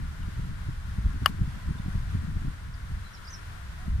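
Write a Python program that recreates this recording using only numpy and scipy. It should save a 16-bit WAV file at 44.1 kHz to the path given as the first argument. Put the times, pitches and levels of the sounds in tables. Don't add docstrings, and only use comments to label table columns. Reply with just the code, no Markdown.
import sys
import numpy as np
from scipy import signal
from scipy.fft import rfft, irfft
from scipy.io import wavfile
from scipy.ndimage import uniform_filter1d

SR = 44100
rng = np.random.default_rng(int(sys.argv[2]) if len(sys.argv) > 2 else 0)


def transcribe(signal):
    frames = np.atleast_2d(signal).T
    limited = np.clip(frames, -1, 1)
    pcm = np.round(limited * 32767).astype(np.int16)
    wavfile.write(sys.argv[1], SR, pcm)


N = 176400

# frequency in Hz, relative level in dB.
HUSH_LEFT_COLOUR = [(100, 1), (500, -9), (780, -9), (1010, 0), (1200, -0.5), (1400, 4), (1850, 0),
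                    (2600, -10.5), (3400, -10.5), (4200, -13.5), (7500, -20.5), (9000, -16.5),
                    (12000, -24.5), (15500, -28.5)]
HUSH_RIGHT_COLOUR = [(100, 0.5), (500, -6.5), (720, -1.5), (830, -4.5), (1030, 1.5), (1250, -3),
                     (1450, 1.5), (1850, -4), (2600, -7.5), (3400, -8), (7500, -15.5), (12000, -21.5),
                     (15500, -25.5)]
# time in seconds, level change in dB.
HUSH_RISE_AND_FALL = [(0, 0.1), (0.9, -0.1), (1.7, 0.56), (2.2, 0.5), (2.7, -0.95), (3.2, 0), (3.8, 1.05),
                      (4, -0.7)]
# loudest moment in seconds, width in seconds, pitch in Hz, level in dB.
FAR_TONES = [(1.722, 0.17, 1010, -59.5), (1.918, 0.072, 734, -62), (3.56, 0.048, 725, -61),
             (3.83, 0.042, 700, -56.5)]
# start and length in seconds, first, middle and last pitch in Hz, level in dB.
CHIRPS = [(0.206, 0.033, 3520, 3050, 2840, -57), (1.778, 0.017, 3400, 3530, 3700, -56),
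          (2.09, .03, 3100, 2700, 2430, -58), (2.735, .014, 6000, 5150, 4500, -54),
          (3.037, 0.05, 4180, 4100, 3970, -56.5), (3.132, 0.011, 6200, 5680, 5150, -53),
          (3.145, 0.012, 5800, 5260, 4750, -48.5), (3.168, .015, 4220, 4030, 3900, -55),
          (3.247, 0.012, 4770, 5040, 5600, -53), (3.267, 0.024, 5650, 4860, 5950, -46),
          (3.301, 0.011, 6670, 6030, 6500, -46.5), (3.319, 0.038, 6350, 5600, 5340, -42)]

# time in seconds, relative level in dB.
RUMBLE_STRENGTH = [(0.0, -37), (0.37, -38), (0.55, -35), (0.75, -36), (0.99, -33), (1.07, -27),
                   (1.14, -35.5), (1.24, -29.5), (1.34, -42), (1.43, -25), (1.57, -47), (1.65, -34.5),
                   (1.92, -40), (1.97, -31), (2.45, -38.5), (2.8, -38.5), (2.96, -35.5), (3.02, -43.5),
                   (3.5, -42.5), (3.8, -36.5), (3.93, -28), (4.0, -31.5)]
SWIRL_STRENGTH = [(0, -41), (.45, -43.5), (.85, -50.5), (1.05, -42), (1.42, -37), (1.56, -44.5),
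                  (1.7, -37.5), (1.9, -44), (2.06, -43.5), (2.42, -38), (2.55, -47), (2.92, -52),
                  (3.05, -52), (3.7, -50), (3.83, -51), (3.9, -43), (4, -38)]
# frequency in Hz, relative level in dB.
RUMBLE_COLOUR = [(12, -15), (25, 0.5), (45, -2.5), (80, -0.5), (125, -10.5), (200, -21), (400, -53),
                 (900, -102)]
SWIRL_COLOUR = [(40, 2.5), (90, 0), (140, 2), (200, -6), (300, -14.5), (450, -33), (800, -75.5),
                (2000, -75)]
FLUTTER_COLOUR = [(50, 1), (160, -1), (300, -16), (450, -21), (700, -42), (1500, -67)]
# time in seconds, flutter width in seconds, level in dB, pitch in Hz.
AIR_BUMPS = [(.285, 0.0085, -27, 151), (.395, 0.0043, -21, 97), (0.471, 0.03, -28.5, 121),
             (0.692, 0.0088, -23.5, 128), (0.987, 0.0055, -25, 142), (1.06, 0.0074, -14.5, 54.4),
             (1.225, 0.0088, -17, 119), (1.299, 0.009, -26.5, 139), (1.346, 0.006, -29.5, 149),
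             (1.419, 0.019, -17.5, 109), (1.48, 0.0053, -22.5, 108), (1.71, 0.011, -20, 134),
             (1.757, 0.0038, -25.5, 152), (1.80, 0.0033, -22.5, 119), (1.862, 0.0074, -26, 169),
             (1.885, 0.008, -23.5, 150), (1.956, 0.0072, -22, 115), (2.153, 0.014, -23, 149),
             (2.282, 0.0049, -26.5, 135), (2.314, 0.0083, -34, 150), (2.371, 0.0041, -26, 139),
             (2.419, .006, -32, 150), (2.45, 0.005, -28, 149), (2.915, 0.0097, -29.5, 118),
             (3.882, 0.0082, -23.5, 130)]

# frequency in Hz, relative level in dB.
GRASS_COLOUR = [(500, 5), (2000, -6), (4500, 0), (7000, -7), (11500, -1), (15000, -16)]
CRACK_COLOUR = [(1500, -35), (3600, -2), (5000, 4), (6500, -4), (8000, -7), (10000, -3), (15000, -16)]
SCATTER_COLOUR = [(500, -5), (1050, 11.5), (3000, -3), (6000, -25), (14000, -22)]
# pitch in Hz, relative level in dB,
# seconds to fade by 60 dB, left level minus right level in dB.
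RING_TONES = [(723, -24, 0.013, 6), (1071, -19.5, 0.0273, 1), (1210, -2, 0.007, 10.5),
              (1770, -11.1, 0.012, 2.5), (2900, -12, 0.0212, 14), (3250, -14.5, 0.0082, 7),
              (4330, -20, 0.011, 7), (4850, -10.5, 0.0047, -4), (6728, -21.5, 0.0034, -1),
              (9000, -29.9, 0.013, 15), (9498, -39, 0.0163, 11), (10520, -27, 0.006, 21),
              (11900, -29, 0.017, 20), (13700, -36, 0.0059, 22)]


def gain(db):
    return 10 ** (np.asarray(db) / 20)


def normalise(x):
    return x / np.sqrt(np.mean(x ** 2))


def pan(db):
    return gain(np.array([[db], [-db]]) / 2)


def noise(colour):
    hz, db = np.array(colour, float).T
    frequencies = np.maximum(np.arange(N // 2 + 1) * SR / N, 1)
    shape = gain(np.interp(np.log(frequencies), np.log(hz), db))
    return normalise(irfft(rfft(rng.standard_normal(N)) * shape, N))


def stereo_noise(colour):
    return np.array([noise(colour), noise(colour)])


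def wander(rate):
    window = max(int(SR / rate), 2)
    smoothed = uniform_filter1d(rng.standard_normal(N), window, mode="wrap")
    return normalise(uniform_filter1d(smoothed, window, mode="wrap"))


def follow(t, table):
    return np.interp(t, *np.array(table).T)


def distant_hush(t):
    swell_db = follow(t, HUSH_RISE_AND_FALL)
    left_db, right_db, flicker_db = -47.5, -51, 0.8
    left = noise(HUSH_LEFT_COLOUR) * gain(left_db + swell_db + flicker_db * wander(15.4))
    right = noise(HUSH_RIGHT_COLOUR) * gain(right_db + swell_db + flicker_db * wander(15.4))
    return np.array([left, right])


def far_tones(t):
    tones = 0
    for at, width, hz, db in FAR_TONES:
        pitch_hz = hz + 38 * wander(90.6)
        swell = np.exp(-0.5 * ((t - at) / width) ** 2)
        tones += gain(db) * swell * np.sin(2 * np.pi * np.cumsum(pitch_hz) / SR)
    return pan(db=-8) * tones


def birds(t):
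    song = 0
    for start, length, first, middle, last, db in CHIRPS:
        progress = np.clip((t - start) / length, 0, 1)
        bend_hz = (2 * middle - first - last) * 2 * progress * (1 - progress)
        glide_hz = first + (last - first) * progress + bend_hz
        pitch_hz = glide_hz * (1 + 0.018 * wander(400))
        swell = np.sqrt(np.abs(np.sin(np.pi * progress ** 1.6)))
        song += gain(db) * swell * np.sin(2 * np.pi * np.cumsum(pitch_hz) / SR)
    song *= normalise(gain(wander(200)))
    echo_rise_s, echo_fade_s = 0.0037, 0.024
    trees = rng.standard_normal((2, N)) * np.exp(-t / echo_fade_s) * (1 - np.exp(-t / echo_rise_s))
    echo = signal.fftconvolve(song[None], normalise(trees) / np.sqrt(N), axes=1)[:, :N]
    return pan(db=-7) * song + gain(db=-4.5) * echo


def moving_air(colour, spread_db, flicker_db, rate):
    shared = noise(colour)
    opposite = np.array([[1], [-1]]) * noise(colour)
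    flicker = normalise(gain(flicker_db * wander(rate)))
    return (shared + gain(spread_db) * opposite) * flicker


def wind(t):
    rumble = moving_air(RUMBLE_COLOUR, spread_db=-19, flicker_db=2.5, rate=14)
    swirls = moving_air(SWIRL_COLOUR, spread_db=-9.5, flicker_db=4, rate=32)
    air = gain(follow(t, RUMBLE_STRENGTH) + 2) * rumble
    air += gain(follow(t, SWIRL_STRENGTH) + 1.5) * pan(db=2.5) * swirls
    flutter = noise(FLUTTER_COLOUR)
    for at, width, db, hz in AIR_BUMPS:
        phase = np.pi * hz * (t - at)
        push = (1 - 2 * phase ** 2) * np.exp(-phase ** 2)
        roughness = gain(db=-8.5) * hz / 138
        swell = np.exp(-0.5 * ((t - at) / width) ** 2)
        air += gain(db) * (push + roughness * flutter * swell)
    left, right = air
    right_delay_s = 0.00082
    return np.array([left, np.interp(t - right_delay_s, t, right)])


def grass_swish(t):
    loudest_s, width_s = 1.285, 0.011
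    swell = np.exp(-0.5 * ((t - loudest_s) / width_s) ** 2)
    return pan(db=13.5) * gain(db=-52) * stereo_noise(GRASS_COLOUR) * swell


def club_hits_ball(t):
    hit_s, contact_s, crack_fade_s, scatter_fade_s = 1.25955, 0.00027, 0.0023, 0.0079
    age = np.maximum(t - hit_s, 0)
    ring = 0
    for index, (hz, db, fade_s, side_db) in enumerate(RING_TONES):
        tone = (-1) ** index * np.sin(2 * np.pi * hz * age)
        ring += pan(side_db) * gain(db - 60 * age / fade_s) * tone
    crack = pan(db=12.5) * gain(db=-28.5) * stereo_noise(CRACK_COLOUR) * np.exp(-age / crack_fade_s)
    scatter = pan(db=16.5) * gain(db=-26.5) * stereo_noise(SCATTER_COLOUR) * np.exp(-age / scatter_fade_s)
    onset = 1 - np.exp(-age / contact_s)
    click = onset * (ring + crack + scatter)
    lowest_hz = 450
    bass_cut = signal.butter(3, lowest_hz, "highpass", fs=SR, output="sos")
    return signal.sosfilt(bass_cut, click + 1e-18)


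def scene():
    t = np.arange(N) / SR
    return distant_hush(t) + far_tones(t) + birds(t) + wind(t) + grass_swish(t) + club_hits_ball(t)


def record(dry):
    highest_hz = 15400
    treble_cut = signal.ellip(14, 0.1, 80, highest_hz, fs=SR, output="sos")
    return signal.sosfilt(treble_cut, np.clip(dry, -1, 1))


dry = scene()
out = record(dry)
transcribe(out)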